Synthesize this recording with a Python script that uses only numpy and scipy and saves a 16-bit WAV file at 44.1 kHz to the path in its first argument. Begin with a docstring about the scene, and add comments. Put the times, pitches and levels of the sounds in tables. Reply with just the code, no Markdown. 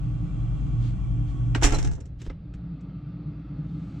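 """A refrigerator door swings in, trips the light switch and thumps shut, heard from a shelf inside:
low decaying sines for the blows, banded noise bursts for the contacts, dying partials for what rings.
Jars and bottles rattle in the racks and settle; the gasket peels open in a crackle and a pop.
Compressor and fan hum throughout as sine lines, softer after the door has shut, with shaped noise
for the fan air, the closed cabinet, the kitchen and the clothing that brushes past."""
import sys
import numpy as np
from scipy import signal
from scipy.fft import rfft, irfft
from scipy.io import wavfile
from scipy.ndimage import uniform_filter1d

SR = 44100
rng = np.random.default_rng(int(sys.argv[2]) if len(sys.argv) > 2 else 0)


def transcribe(signal):
    """Save signal, clipped to [-1, 1], as a 16-bit WAV file at the path in sys.argv[1]."""
    frames = np.atleast_2d(signal).T
    limited = np.clip(frames, -1, 1)
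    pcm = np.round(limited * 32767).astype(np.int16)
    wavfile.write(sys.argv[1], SR, pcm)


N = 176400
T = np.arange(N) / SR  # seconds

# Colour of the plastic door racks. Each row: frequency in Hz, relative level in dB.
RACK_COLOUR = [(170, -6), (290, 7.5), (400, -2), (560, -5), (850, 1.5), (1050, -5.5), (1400, -2.5),
               (2000, -0.5), (3100, -5), (4000, -11), (4900, -15), (5500, -7.5), (7800, -8.5),
               (8600, -19.5), (12000, -33.5), (15500, -44)]
HUM_WAVER_DB, HUM_WANDER_RAD = 1.48, 0.12  # rms drift of each line's level and phase


def amp(db):
    """Decibels to gain."""
    return 10 ** (np.asarray(db) / 20)


def unit(x):
    """Scales to rms 1."""
    return x / np.sqrt(np.mean(x ** 2) + 1e-20)


def curve(points):
    """A control curve at every sample, straight between its points."""
    return np.interp(T, *np.transpose(points))


def spectrum(points, hz):
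    """Reads a table on a log-frequency axis."""
    f, value = np.transpose(points)
    return np.interp(np.log(hz + 1), np.log(f + 1), value)


def pan(db):
    """Left and right gains for a level difference."""
    return amp(np.array([np.atleast_1d(db), -np.atleast_1d(db)]) / 2)


def pair(a, b, same):
    """Two channels of given likeness from two unrelated noises."""
    same = np.clip(same, -1, 1)
    mid = np.sqrt((1 + same) / 2) * a
    side = np.sqrt((1 - same) / 2) * b
    return np.array([mid + side, mid - side])


def decay(t, t60):
    """Falls 60 dB in t60."""
    return np.exp(-np.log(1000) * t / t60)


def soft_rise(t, rise):
    """A rounded onset, as of a blow that takes a moment to press in."""
    return 1 - np.exp(-(t / rise) ** 2)


def add(mix, s, sound):
    """Mixes a sound in at a time."""
    part = mix[:, round(s * SR):][:, :sound.shape[-1]]
    part += sound[..., :part.shape[1]]


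def drift(count=24):
    """A slow random curve through a given count of random values."""
    values = signal.resample(rng.standard_normal(count), count * 10)
    return np.interp(T, np.linspace(0, T[-1], count * 10), values)


def swells(rows):
    """Smooth bumps of level."""
    return sum(amp(db) * np.exp(-((T - s) / width) ** 2) for s, width, db in rows)


def ring(modes):
    """A struck object: a few dying partials, each ear with its own phase."""
    t = np.arange(SR // 2) / SR
    out = np.zeros((2, len(t)))
    for hz, db, t60 in modes:
        phase = 2 * rng.random((2, 1))  # radians
        out += amp(db) * decay(t, t60) * np.sin(2 * np.pi * hz * t + phase)
    return np.minimum(t / 0.005, 1) * out  # 5 ms fade-in


def ring_at(s, modes):
    """One ringing blow placed in the scene."""
    out = np.zeros((2, N))
    add(out, s, ring(modes))
    return out


def crackle(colour, grain_db, same, size=48):
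    """Countless tiny contacts of uneven strength, in a given colour."""
    strength = amp(grain_db * np.repeat(rng.standard_normal(N // size + 1), size)[:N])
    grains = rng.standard_normal((2, N)) * strength
    gain = amp(spectrum(colour, np.fft.rfftfreq(N, 1 / SR)))
    return unit(pair(*irfft(rfft(grains) * gain, N), same))


def air(colour):
    """Stereo noise in a given colour, with narrow fixed ripples over pitch and drifting patches."""
    # Each row: frequency in Hz, left-right difference in dB.
    balance = [(60, 2.5), (150, -3), (380, -5.5), (950, -1.5), (2400, -.5), (15000, 1)]
    # Each row: frequency in Hz, left-right likeness from 0 to 1.
    likeness = [(60, 0.97), (150, 0.99), (380, 0.72), (950, 0), (2400, 0.58), (6000, 0.15), (15000, 0.063)]
    patch_db, ripple_db = 1.2, 2.8
    hz = np.fft.rfftfreq(4096, 1 / SR)
    a, b, c, d, patches = rng.standard_normal((5, N // 1024 + 4, len(hz)))
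    patches = uniform_filter1d(patches, size=4, axis=0)  # along time
    patches = unit(uniform_filter1d(patches, size=30, axis=1))  # along pitch
    ripple = unit(uniform_filter1d(rng.standard_normal(len(hz)), size=6))
    ripple = ripple * np.clip(hz / 600 - 0.5, 0, 1)  # none below 300 Hz, full from 900 Hz
    z = pair(a + 1j * b, c + 1j * d, spectrum(likeness, hz))
    z = z * pan(spectrum(balance, hz))[:, None]
    z = z * amp(spectrum(colour, hz) + patch_db * patches + ripple_db * ripple)
    return unit(signal.istft(z.transpose(0, 2, 1), nperseg=4096, noverlap=3072)[1][:, :N])


def door_thumps():
    """Low blows of the door on the cabinet and the trapped air: sines that die away."""
    # Each row: start in seconds, pitch in Hz, level in dB, t60 in seconds.
    blows = [(1.639, 34.3, -3.5, 0.15), (1.715, 27.2, -13, 0.34), (1.843, 97, -22, 0.1),
             (2.276, 36.8, -19.5, 0.14)]
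    out, t = np.zeros((2, N)), np.arange(SR // 2) / SR
    for s, hz, db, t60 in blows:
        envelope = soft_rise(t, 0.0064) * decay(t, t60)
        thump = -np.sin(2 * np.pi * hz * t) * envelope  # the first swing is negative
        add(out, s, amp(db) * pan(db=-3.0) * thump)
    return out


def knock(levels_db, shaken, size=16384):
    """A grainy plastic clack dies quickly, leaving the cabinet's tail and the ring of any shaken jars."""
    # Each row: lower edge in Hz, rise in s, t60 of the contact in s, t60 of the cabinet in s,
    # cabinet level in dB against the contact, left-right likeness, left-right difference in dB.
    bands = [(170, .002, .08, .33, -17, .6, -3), (540, .002, .07, .3, -16, .1, -3),
             (1400, .0018, .06, .24, -19, .5, -1), (4900, .002, .065, .2, -21, .1, 0)]
    # Ringing of the jars and racks. Each row: pitch in Hz, relative level in dB.
    jar_modes = [(414, 2), (674, 1), (895, 2), (1664, 2), (2128, 3), (2750, 1), (3709, -5), (5538, -1),
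                 (6108, -1), (7088, -2)]
    jar_db, jar_scatter_db = -15, 3.5
    jar_t60_s, jar_damping = 0.24, 0.2  # t60 at 1 kHz; it falls with pitch by this power
    t, hz = np.arange(size) / SR, np.fft.rfftfreq(size, 1 / SR)
    strength = amp(3.0 * np.repeat(rng.standard_normal(size // 32), 32))  # grains vary by 3 dB rms
    grains = rng.standard_normal((2, size)) * strength
    z = rfft(grains) * amp(spectrum(RACK_COLOUR, hz))
    out = np.zeros((2, size))
    tops = [band[0] for band in bands[1:]] + [SR / 2]
    for db, top, band in zip(levels_db, tops, bands):
        low, rise, t60, tail_t60, tail_db, same, pan_db = band
        edges = np.sqrt((1 + (low / (hz + 1)) ** 10) * (1 + (hz / top) ** 20))
        noise = pair(*irfft(z / edges), same)
        quick = decay(t, t60)
        # even loudness from knock to knock, weighed under the quick decay
        noise = noise / np.sqrt(np.sum((noise * quick) ** 2) / (2 * np.sum(quick ** 2)))
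        sound = noise * (quick + amp(tail_db) * decay(t, tail_t60))
        for mode_hz, mode_db in jar_modes:
            if shaken and low <= mode_hz < top:
                phase, scatter = rng.random((2, 1)), rng.standard_normal((2, 1))
                fade = decay(t, jar_t60_s * (mode_hz / 1000) ** -jar_damping)
                level = amp(jar_db + mode_db + jar_scatter_db * scatter)
                sound += level * fade * np.sin(2 * np.pi * (mode_hz * t + phase))
        out += amp(db) * pan(pan_db) * soft_rise(t, rise) * sound
    return out


def contacts():
    """Door, switch, gasket and jars knock one by one, each a clack with its own balance of bands."""
    # Each row: start in seconds, then the levels of the low, middle, upper and treble band in dB.
    knocks = [(1.547, -53, -32, -27, -40.5), (1.553, -25.5, -39, -46, -42.5), (1.6217, -33, -27, -41, -33),
              (1.631, -32, -50, -25, -20.5), (1.639, -25, -27.5, -21.5, -23.5),
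              (1.6465, -25, -34, -34, -19.5), (1.665, -27, -30, -35, -28.5), (1.72, -28.5, -32.5, -35, -34),
              (1.733, -26, -31.5, -47, -42), (1.745, -29.5, -35, -44, -33.5), (1.784, -35.5, -50, -42, -37),
              (1.825, -48, -45, -46, -40.5), (1.8446, -32, -41.5, -42, -37), (1.872, -39, -49, -46, -43),
              (1.911, -47, -50, -55, -49), (1.931, -61, -54, -58.5, -50), (1.95, -56, -66, -58, -52),
              (1.979, -44, -51, -73, -68), (2.0021, -44.5, -67, -59.5, -53.5),
              (2.0533, -46, -70, -64, -57.5), (2.2157, -43.5, -60, -48.5, -49.5),
              (2.2625, -38.5, -49, -52.5, -61), (2.296, -46, -51.5, -47.5, -68.5),
              (2.301, -39.5, -50, -54.5, -69.5), (2.5365, -52, -64, -54, -62),
              (2.8064, -78.5, -77.5, -71, -65)]
    # The jars ring only from the slam until they settle: start and end in seconds.
    shaken_from, shaken_to = (1.6, 2.1)
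    out = np.zeros((2, N))
    for s, *levels_db in knocks:
        add(out, s, knock(levels_db, shaken_from < s < shaken_to))
    return out


def shelf_jolts():
    """The loaded door shelves are jolted by the slam and its rebounds and ring in low partials."""
    # Each row: start in seconds, level in dB.
    jolts = [(1.623, -32), (1.644, -29.5), (1.722, -32), (1.845, -47)]
    # Each row: pitch in Hz, level in dB against the jolt.
    shelf_modes = [(285, -1), (325, 1), (420, -3), (592, -6), (725, -4), (842, -2), (1357, -12)]
    out = np.zeros((2, N))
    for s, db in jolts:
        modes = [(hz, db + mode_db, 0.26) for hz, mode_db in shelf_modes]  # t60 0.26 s
        add(out, s, pan(db=-4.0) * ring(modes))
    return out


def chatter():
    """Each rebound of the door sets jars and bottles chattering; it builds quickly and dies away."""
    # Each row: start in seconds, rise in seconds, t60 in seconds, level in dB.
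    bursts = [(1.604, 0.034, 0.32, -24.5), (1.715, 0.028, 0.22, -40), (1.78, 0.011, 0.25, -43.5)]
    level = 0
    for s, rise, t60, db in bursts:
        t = np.maximum(T - s, 0)
        build = np.minimum(t / rise, 1) ** 2
        level = level + amp(db) * build * decay(np.maximum(t - rise, 0), t60)
    return crackle(RACK_COLOUR, grain_db=3, same=0.22) * level * pan(db=-2.0)


def switch_click():
    """The plunger of the light switch is tripped and rings briefly."""
    # Each row: pitch in Hz, level in dB, t60 in seconds.
    plunger = [(1585, -25.5, 0.072), (1880, -26, 0.051), (2920, -29, 0.04)]
    return ring_at(1.5475, plunger)


def bottle_clink():
    """Two bottles touch: three high glass partials."""
    # Each row: pitch in Hz, level in dB, t60 in seconds.
    glass = [(4080, -28.5, 0.066), (5950, -34, 0.053), (7700, -37, 0.081)]
    return ring_at(1.745, glass)


def gasket_pop():
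    """The gasket lets go with a hollow pop of three short partials."""
    # Each row: pitch in Hz, level in dB, t60 in seconds.
    hollow = [(505, -37.5, 0.09), (1297, -40.5, 0.045), (2050, -37.5, 0.033)]
    return ring_at(2.2985, hollow)


def rubbing():
    """Friction: clothing brushes past the door in soft swells, the gasket peels off in a fine crackle."""
    # Each row: centre in seconds, half width (to 1/e) in seconds, level in dB.
    rustles = [(.86, 0.058, -55.5), (1.3, .035, -62), (3.98, 0.3, -66.5)]
    # The peeling gasket, same columns.
    peels = [(2.208, 0.017, -58.5), (2.26, 0.025, -57.5)]
    # Each row: frequency in Hz, relative level in dB.
    rub_colour = [(300, -7), (1000, -1), (3500, 1), (4500, -2.5), (7500, -8), (9000, -18), (15000, -32)]
    cloth = air(rub_colour) * swells(rustles)
    gasket = crackle(rub_colour, grain_db=0.5, same=0.62) * swells(peels)
    return cloth + gasket


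def hum():
    """Fan and compressor lines; the compressor beats slowly against the mains hum."""
    # Each row: pitch in Hz, dB before the door shuts, dB afterwards, left-right dB before;
    # the level curves below add to these.
    lines = [(47.8, -32, -51.5, 1), (58, -38, -41.5, 14.5), (117, -36.5, -42.5, -1.5),
             (119.88, -31.5, -53, -3.5), (144.5, -41, -48.5, 2), (157, -48.5, -45, 2),
             (292.6, -53.5, -48.5, -2)]
    # Level while the door swings in, then from when it is shut. Each row: time in seconds, dB.
    level_before = [(0, -2), (1.0, 1), (1.55, 2), (1.69, -4), (1.88, 3.5), (1.96, -7), (2.1, -62)]
    level_after = [(1.7, -50.5), (1.95, -5), (2.15, -7.5), (2.5, -3), (2.9, -4.5), (4, -3)]
    # The first hum drifts out of step between the ears as the door seals.
    # Each row: time in seconds, left-right phase in radians.
    ear_skew = [(1.66, 0.41), (1.8, 2.74)]
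    # The lines above 130 Hz return as the door swings open. Each row: time in seconds, dB.
    fan_return = [(2.2, -12), (2.8, 2)]
    beat_peak_s = 0.82  # the lines coincide here, but for their wander
    before, after = amp(curve(level_before)), amp(curve(level_after))
    skew = np.array([[0.5], [-0.5]]) * curve(ear_skew)
    out = np.zeros((2, N))
    for hz, before_db, after_db, pan_db in lines:
        phase = 2 * np.pi * hz * (T - beat_peak_s) + HUM_WANDER_RAD * drift()
        opened = amp(curve(fan_return)) if hz > 130 else 1
        first = before * amp(before_db) * pan(pan_db) * np.cos(phase + skew)
        later = after * opened * amp(after_db) * np.cos(phase)
        out += np.sqrt(2) * (first + later) * amp(HUM_WAVER_DB * drift())
    return out


def whine():
    """Faint multiples of the compressor's shaft speed, softer once the door has shut."""
    # Each row: multiple of the shaft speed, level in dB ahead of the level curve.
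    multiples = [(11, -71), (12, -68.5), (13, -75), (14, -68), (19, -73), (22, -76), (23, -77.5),
                 (33, -81.5), (46, -81.5), (47, -77.5)]
    # Each row: time in seconds, level change in dB.
    whine_level = [(1.65, 0), (2.05, -16), (2.8, -8.5)]
    shaft_hz = 58.58
    out = np.zeros((2, N))
    for multiple, db in multiples:
        start = 2 * rng.random((2, 1))  # radians, one per ear
        phase = 2 * np.pi * multiple * shaft_hz * T + start + HUM_WANDER_RAD * drift()
        out += np.sqrt(2) * np.cos(phase) * amp(db + HUM_WAVER_DB * drift())
    return out * amp(curve(whine_level))


def fan_air():
    """Moving air of the fan: coloured noise that fades as the door shuts."""
    # Each row: frequency in Hz, relative level in dB per Hz.
    fan_colour = [(20, -14.5), (60, -6), (100, 4), (150, 0.5), (230, -15), (290, -8), (380, -26),
                  (800, -32.5), (970, -34.5), (1120, -23.5), (1220, -38), (1490, -31.5), (1620, -45.5),
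                  (2300, -42.5), (2375, -32), (2470, -43), (2900, -44), (3220, -37.5), (3900, -53),
                  (4800, -55), (6000, -49), (7600, -49), (9000, -59.5), (15000, -84)]
    # Each row: time in seconds, level in dB.
    fan_level = [(0, -37), (.7, -34), (1.2, -35), (1.8, -31.5), (2.05, -70.5)]
    return air(fan_colour) * amp(curve(fan_level))


def closed_cabinet():
    """Dull rumble inside the closed cabinet: low coloured noise."""
    # Each row: frequency in Hz, relative level in dB per Hz.
    shut_colour = [(20, -10.5), (55, 3.5), (160, -5), (230, -20.5), (700, -35.5), (1400, -44.5),
                   (4500, -54.5), (6500, -71), (15000, -82.5)]
    # Each row: time in seconds, level in dB.
    shut_level = [(1.65, -56), (1.85, -30.5), (2.15, -41.5), (2.35, -40.5), (2.599, -40.5), (2.9, -60)]
    return air(shut_colour) * amp(curve(shut_level))


def kitchen():
    """Kitchen air beyond the door, heard the more the wider the door stands open."""
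    # Each row: frequency in Hz, relative level in dB per Hz.
    kitchen_colour = [(20, -36), (60, -19), (110, -9.5), (165, 3), (228, -18.5), (290, -9.5), (375, -29.5),
                      (1000, -39), (1300, -35), (1800, -47), (2300, -45.5), (2900, -51.5), (4400, -51),
                      (5400, -62.5), (7200, -77.5), (16000, -86)]
    # Each row: time in seconds, level in dB.
    kitchen_level = [(0, -35.5), (0.701, -37), (1.3, -42), (1.95, -51.5), (2.4, -44), (2.699, -37.5),
                     (4, -34)]
    return air(kitchen_colour) * amp(curve(kitchen_level))


def scene():
    """Everything that reaches the shelf."""
    door = door_thumps() + contacts() + shelf_jolts() + switch_click() + gasket_pop()
    bottles = chatter() + bottle_clink()
    machine = hum() + whine() + fan_air()
    return door + bottles + rubbing() + machine + closed_cabinet() + kitchen()


def record(dry):
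    """The stereo image narrows almost to mono after the slam; then a low-pass limits the band."""
    # Each row: time in seconds, stereo width as a share of full.
    width = [(1.92, 1), (2.12, 0.56), (2.7, 0.022), (2.9, 0.0062)]
    mid = dry.mean(0)
    side = (dry[0] - dry[1]) / 2 * curve(width)
    low_pass = signal.firwin(511, 15750, window=("kaiser", 9), fs=SR)  # edge in Hz
    return signal.oaconvolve(np.array([mid + side, mid - side]), low_pass[None], "same")


dry = scene()
out = record(dry)
transcribe(out)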